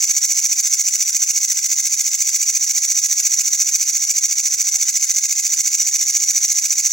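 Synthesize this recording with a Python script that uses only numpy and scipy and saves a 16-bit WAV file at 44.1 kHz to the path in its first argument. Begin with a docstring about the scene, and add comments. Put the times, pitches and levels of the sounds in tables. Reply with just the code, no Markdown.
"""In foliage at night, a large katydid sings on a leaf close by, about 14 chirps a second.
Each chirp is four ever stronger wing strokes: closing rasps the scraper over the file tooth by tooth,
opening whips it back with a squeak. The teeth ring the wing membrane and the leaves scatter the buzz.
Behind it sit distant insects, still night air, a few soft knocks and one faint peep."""
import sys
import numpy as np
from scipy import signal
from scipy.fft import rfft, irfft, next_fast_len
from scipy.io import wavfile

SR = 44100
rng = np.random.default_rng(int(sys.argv[2]) if len(sys.argv) > 2 else 0)


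def int16_out(signal):
    """Quantize to a 16-bit WAV file."""
    q = np.round(np.clip(np.atleast_2d(signal).T, -1, 1) * 32767)
    wavfile.write(sys.argv[1], SR, q.astype(np.int16))


N = 305172


def undb(db):
    """Decibels to gain."""
    return np.exp(np.asarray(db) * (np.log(10) / 20))


def unit(x):
    """Scale to rms 1."""
    return x / np.sqrt(np.mean(x ** 2))


def bell(hz, centre_hz, width_hz):
    """Shape of one resonance, 1 at its centre."""
    return 1 / (1 + (2 * (hz - centre_hz) / width_hz) ** 2)


def colour(points, peaks=(), size=4096):
    """Causal impulse response of a broad EQ curve with peaks and notches on top."""
    hz = np.arange(size // 2 + 1) * SR / size
    point_hz, point_db = np.transpose(points)
    db = np.interp(np.log(hz + 1), np.log(point_hz), point_db)
    db += sum(gain_db * bell(hz, centre, width) for centre, width, gain_db in peaks)
    cepstrum = irfft(np.log(undb(db)))
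    cepstrum[1:size // 2] *= 2  # minimum phase: all ringing follows the hit
    cepstrum[size // 2 + 1:] = 0
    return irfft(np.exp(rfft(cepstrum)))


def through(x, response):
    """Pass a sound through an impulse response."""
    return signal.oaconvolve(x, response)[:len(x)]


def lowpass(x, hz, order=1):
    """Round off everything above hz without delaying it."""
    size = next_fast_len(len(x), True)
    f = np.arange(size // 2 + 1) * SR / size
    return irfft(rfft(x, size) / np.sqrt(1 + (f / hz) ** (2 * order)), size)[:len(x)]


def drift(rate_hz):
    """Smooth random movement with a spread near 1."""
    position = np.arange(N) / SR * rate_hz
    count = int(position[-1]) + 2
    return np.interp(position, np.arange(count), rng.standard_normal(count))


def clicks(times, sizes, order=8):
    """Sharp impulses placed between samples by a windowed sinc."""
    at = times[:, None] * SR
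    index = np.floor(at).astype(int) + np.arange(1 - order, order + 1)
    window = np.cos(np.pi * (index - at) / (2 * order)) ** 2
    taps = sizes[:, None] * np.sinc(index - at) * window
    inside = (index >= 0) & (index < N)
    return np.bincount(index[inside], taps[inside], N)


# The singer's pace, held until the next row. Each row: start in seconds, chirps per second.
TEMPO = [(-0.009, 14.31), (0.45, 14.17), (1.72, 14.30), (3.95, 13.825), (4.46, 14.08), (5.31, 14.275)]
# How hard it sings. Each row: time in seconds, relative chirp level in dB.
EFFORT = [(0, -14.5), (1.3, -15.5), (3.2, -15.0), (3.7, -15.5), (4.5, -15), (6.2, -14.5), (6.9, -15)]


def chirps(jitter_s=0.0004005, spread_db=0.2):
    """Start and level of every chirp: they follow tempo and effort, each a touch off by chance."""
    since, rate_hz = np.transpose(TEMPO)
    starts = [since[0]]
    while starts[-1] < N / SR:
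        starts.append(starts[-1] + 1 / rate_hz[since <= starts[-1]][-1])
    late, louder = rng.standard_normal((len(starts), 2)).T
    effort_db = np.interp(starts, *np.transpose(EFFORT))
    return starts + jitter_s * late, effort_db + spread_db * louder


def stroke(row, trill, tooth_jitter, speed_spread, tooth_db, force_db, slip_ms, fade_share, teeth=80):
    """One wing stroke in every chirp: the scraper hits a run of teeth with uneven spacing and force."""
    delay_ms, length_ms, db, *rate_hz = row
    start, chirp_db = np.array(trill)[:, :, None]
    speed, force, slip = rng.standard_normal((3, len(start), 1))  # vary stroke by stroke
    spacing, bite = rng.standard_normal((2, len(start), teeth))  # vary tooth by tooth
    delay_s, length_s, slip_s = np.array([delay_ms, length_ms, slip_ms]) / 1000
    progress = np.arange(teeth) / (length_s * np.mean(rate_hz))
    tooth_hz = np.interp(progress, [0, .5, 1], rate_hz) * np.exp(speed_spread * speed)
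    gaps = np.exp(tooth_jitter * spacing) / tooth_hz
    t = np.cumsum(gaps, axis=1) - gaps[:, :1] / 2
    # the pressure builds as the wings meet and fades as they part
    contact = np.clip(np.minimum(t, length_s - t) / (fade_share * length_s), 0, 1)
    pressure = np.sin(np.pi / 2 * contact)
    sizes = pressure * undb(chirp_db + db + force_db * force + tooth_db * np.tanh(bite))
    times = start + delay_s + slip_s * slip + t
    touching = pressure > 0
    return clicks(times[touching], sizes[touching])


# The four rasps of a chirp. Each row: delay in ms, length in ms, relative level in dB,
# then teeth per second at the start, middle and end.
CLOSING_STROKES = [(2.701, 9.45, -8.5, 2090, 2060, 2080), (16.26, 7.84, -5, 2220, 2200, 2170),
                   (29.8, 9.23, -0.47, 2280, 2150, 2177), (44.4, 10.05, .5, 2190, 2180, 2300)]


def rasp(trill):
    """The wings close, dragging the scraper slowly over the file."""
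    return sum(stroke(row, trill, tooth_jitter=0.1135, speed_spread=0.02205, tooth_db=3.0,
                      force_db=.5, slip_ms=0.497, fade_share=0.14) for row in CLOSING_STROKES)


# The squeaks of a chirp; the last two strokes get two each. Each row: delay in ms, length in ms,
# relative level in dB, then teeth per second at the start, middle and end.
OPENING_SQUEAKS = [(12.2, 3.43, -6, 5890, 5850, 4400), (24.73, 4.84, -6.5, 5600, 6000, 6040),
                   (39.8, 3.64, -5.5, 5860, 5770, 6330), (41.57, 3.47, -2, 7600, 8100, 9200),
                   (55.9, 4.77, -1, 13200, 10700, 9350), (58.87, 3.73, -7, 5060, 5370, 7200)]


def squeak(trill):
    """The wings whip open: the scraper rides the gentle side of the teeth, so the blows are softer."""
    blows = sum(stroke(row, trill, tooth_jitter=0.081, speed_spread=0.021, tooth_db=2.5,
                       force_db=1.7, slip_ms=0.398, fade_share=0.39) for row in OPENING_SQUEAKS)
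    return lowpass(blows, hz=7360)


# The wing's broad tone when one tooth strikes. Each row: frequency in Hz, gain in dB.
WING_TONE = [(100, -71), (700, -34.5), (1260, -38), (1450, -16), (1950, -21.5), (2500, -15), (3700, -17),
             (5300, -12.5), (5750, 3.5), (6900, -4.5), (8100, -9), (8750, -22), (12000, -18.5),
             (15800, -12)]
# Rings and notches of the wing and its leafy perch. Each row: centre in Hz, width in Hz, gain in dB.
WING_RESONANCES = [(1547, 66, 3), (2180, 430, 2), (3196, 140, -11.5), (3573, 570, 4.5), (4750, 264, 6.5),
                   (5050, 87, 5.5), (5550, 35, 1.5), (5860, 68, 3.5), (6066, 75, 3), (6320, 144, 4),
                   (6490, 233, 6), (6680, 28, 8.5), (6832, 135, 9), (7150, 112, 9), (7500, 41, -1.5),
                   (7580, 120, 7), (9430, 250, 7), (9830, 120, 4.5), (10200, 116, 6.5), (14400, 370, -2.5),
                   (14700, 440, -2)]
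# The top of the buzz softens a little partway through. Each row: time in seconds, treble gain in dB.
TREBLE_RIDE = [(0, 0.4), (3.5, 0.6), (4.2, -0.7), (6.9, -0.5)]


def katydid():
    """Rasps and squeaks ring the same wing membrane, which is too small to radiate bass."""
    trill = chirps()
    song = through(rasp(trill) + squeak(trill), colour(WING_TONE, WING_RESONANCES))
    song = signal.sosfilt(signal.butter(3, 330, "high", fs=SR, output="sos"), song)
    body = lowpass(song, hz=7100, order=4)
    treble_db = np.interp(np.arange(N) / SR, *np.transpose(TREBLE_RIDE))
    return undb(19.5) * (body + undb(treble_db) * (song - body))


# The tone of what the leaves throw back. Each row: frequency in Hz, gain in dB.
LEAF_TONE = [(500, 1), (2200, 1), (4500, 2.5), (6500, 0), (9800, 4.5), (12000, 1), (16000, -2)]


def leaf_scatter(decay_s, wet_db, build_ms, size=8192):
    """Impulse response of many small reflections from leaves, building up and dying away."""
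    t = np.arange(size) / SR
    envelope = 1000 ** (-t / decay_s) * (1 - np.exp(-1000 * t / build_ms))
    spectrum = rfft(rng.standard_normal(size) * envelope)
    tail = irfft(spectrum / np.abs(spectrum)) * np.sqrt(envelope)  # flattened so no pitch stands out
    return undb(wet_db) * through(tail / np.linalg.norm(tail), colour(LEAF_TONE))


def perch_echoes(song):
    """Leaves around the singer throw the buzz back; as they sway, one pattern melts into another."""
    first, second = (through(song, leaf_scatter(decay_s=0.095, wet_db=-11.0, build_ms=0.73))
                     for _ in range(2))
    sway = 1.42 * drift(1.508)
    return np.cos(sway) * first + np.sin(sway) * second


# The wing beams each pitch its own way. Each row: frequency in Hz, left minus right in dB,
# phase lead of the left in radians.
WING_BEAM = [(1500, -1.5, 0.2), (2280, -2.5, 0.26), (4040, 3, 1), (5060, -4, -0.26), (5920, -0.5, 0.68),
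             (6800, -5, 0.38), (7760, -1, 0), (8270, -2, -1.5), (8600, 1, 1.5), (9800, -3, 0.92),
             (11930, 13, 1.5), (13300, -2.5, -3.5), (14500, 2.5, 1), (15800, 1, -0.5)]


def beam_and_thicket(side, size=8192):
    """Response from the singer to the left (1) or right (-1): direct beam plus the wider thicket."""
    hz = np.arange(size // 2 + 1) * SR / size
    beam_hz, *columns = np.transpose(WING_BEAM)
    balance_db, lead = (np.interp(hz, beam_hz, column) for column in columns)
    travel = np.exp(-2j * np.pi * hz / 1000)  # 1 ms of delay
    beam = irfft(undb(side * balance_db / 2) * np.exp(1j * side * lead / 2) * travel)
    return beam + leaf_scatter(decay_s=0.21, wet_db=-13.0, build_ms=1.16)


# The insect bed. Each row: centre in Hz, width in Hz, level in dB, throbs per second.
INSECT_BANDS = [(6820, 1350, -30, 19), (9200, 770, -58, 57)]


def distant_insects(throb_db=1.3):
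    """Far insects blur into narrow bands of buzz, each throbbing at its own drifting rate."""
    bed = 0
    for centre_hz, width_hz, db, rate_hz in INSECT_BANDS:
        edges_hz = [centre_hz - width_hz / 2, centre_hz + width_hz / 2]
        band = signal.butter(2, edges_hz, "band", fs=SR, output="sos")
        buzz = unit(signal.sosfilt(band, rng.standard_normal((2, N))))
        throb_hz = rate_hz * (1 + 0.033 * drift(1.98))
        throb = np.sin(2 * np.pi * np.cumsum(throb_hz) / SR)
        bed = bed + buzz * undb(db + throb_db * throb)
    return bed


# The tone of the night air. Each row: frequency in Hz, relative level in dB.
AIR_TONE = [(20, -15), (60, -15), (150, -12.5), (350, -10), (600, -7), (1050, 1.5), (1300, -9), (2500, -39)]


def night_air(gain_db=-75, flutter_db=2):
    """A very quiet, uneven low rustle, partly shared by both sides."""
    tone = colour(AIR_TONE)
    shared, left, right = (unit(through(rng.standard_normal(N), tone)) for _ in range(3))
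    return undb(gain_db + flutter_db * drift(27)) * (.5 * shared + np.array([left, right]))


# Faint soft knocks close by. Each row: start in seconds, gain in dB.
KNOCKS = [(0.52, -60), (1.728, -63), (2.213, -64), (4.755, -64), (5.674, -62), (6.222, -66)]
# Their dull tone. Each row: frequency in Hz, relative level in dB.
KNOCK_TONE = [(30, -4), (150, -2), (500, 0), (900, -3), (1500, -20)]


def knocks(attack_s=.003, decay_s=.012):
    """Each knock is a dull puff that rises quickly and dies away."""
    t = np.arange(N) / SR
    envelope = 0
    for start, db in KNOCKS:
        age = np.maximum(t - start, 0)
        envelope = envelope + undb(db) * (1 - np.exp(-age / attack_s)) * np.exp(-age / decay_s)
    return envelope * unit(through(rng.standard_normal(N), colour(KNOCK_TONE)))


# One faint peep from further off: start in seconds, length in seconds, pitch in Hz, level in dB.
PEEP = (4.744, .042, 815, -53)


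def peep():
    """A short, soft, slightly wavering note."""
    start, length, hz, db = PEEP
    swell = np.sin(np.pi * np.clip((np.arange(N) / SR - start) / length, 0, 1))
    pitch_hz = hz * (1 + .06 * drift(300))
    return undb(db) * swell * unit(np.sin(2 * np.pi * np.cumsum(pitch_hz) / SR))


def scene():
    """The singer sits up front among leaves, a little to the right, over the quiet night bed."""
    song = katydid()
    song = song + perch_echoes(song)
    near = np.array([through(song, beam_and_thicket(side)) for side in (1, -1)])
    return near + distant_insects() + night_air() + peep() + knocks()


def record(dry):
    """A steep low-pass takes the very top off the mix."""
    top_hz = 15750
    return signal.sosfilt(signal.ellip(10, .05, 60, top_hz, fs=SR, output="sos"), dry)


dry = scene()
out = record(dry)
int16_out(out)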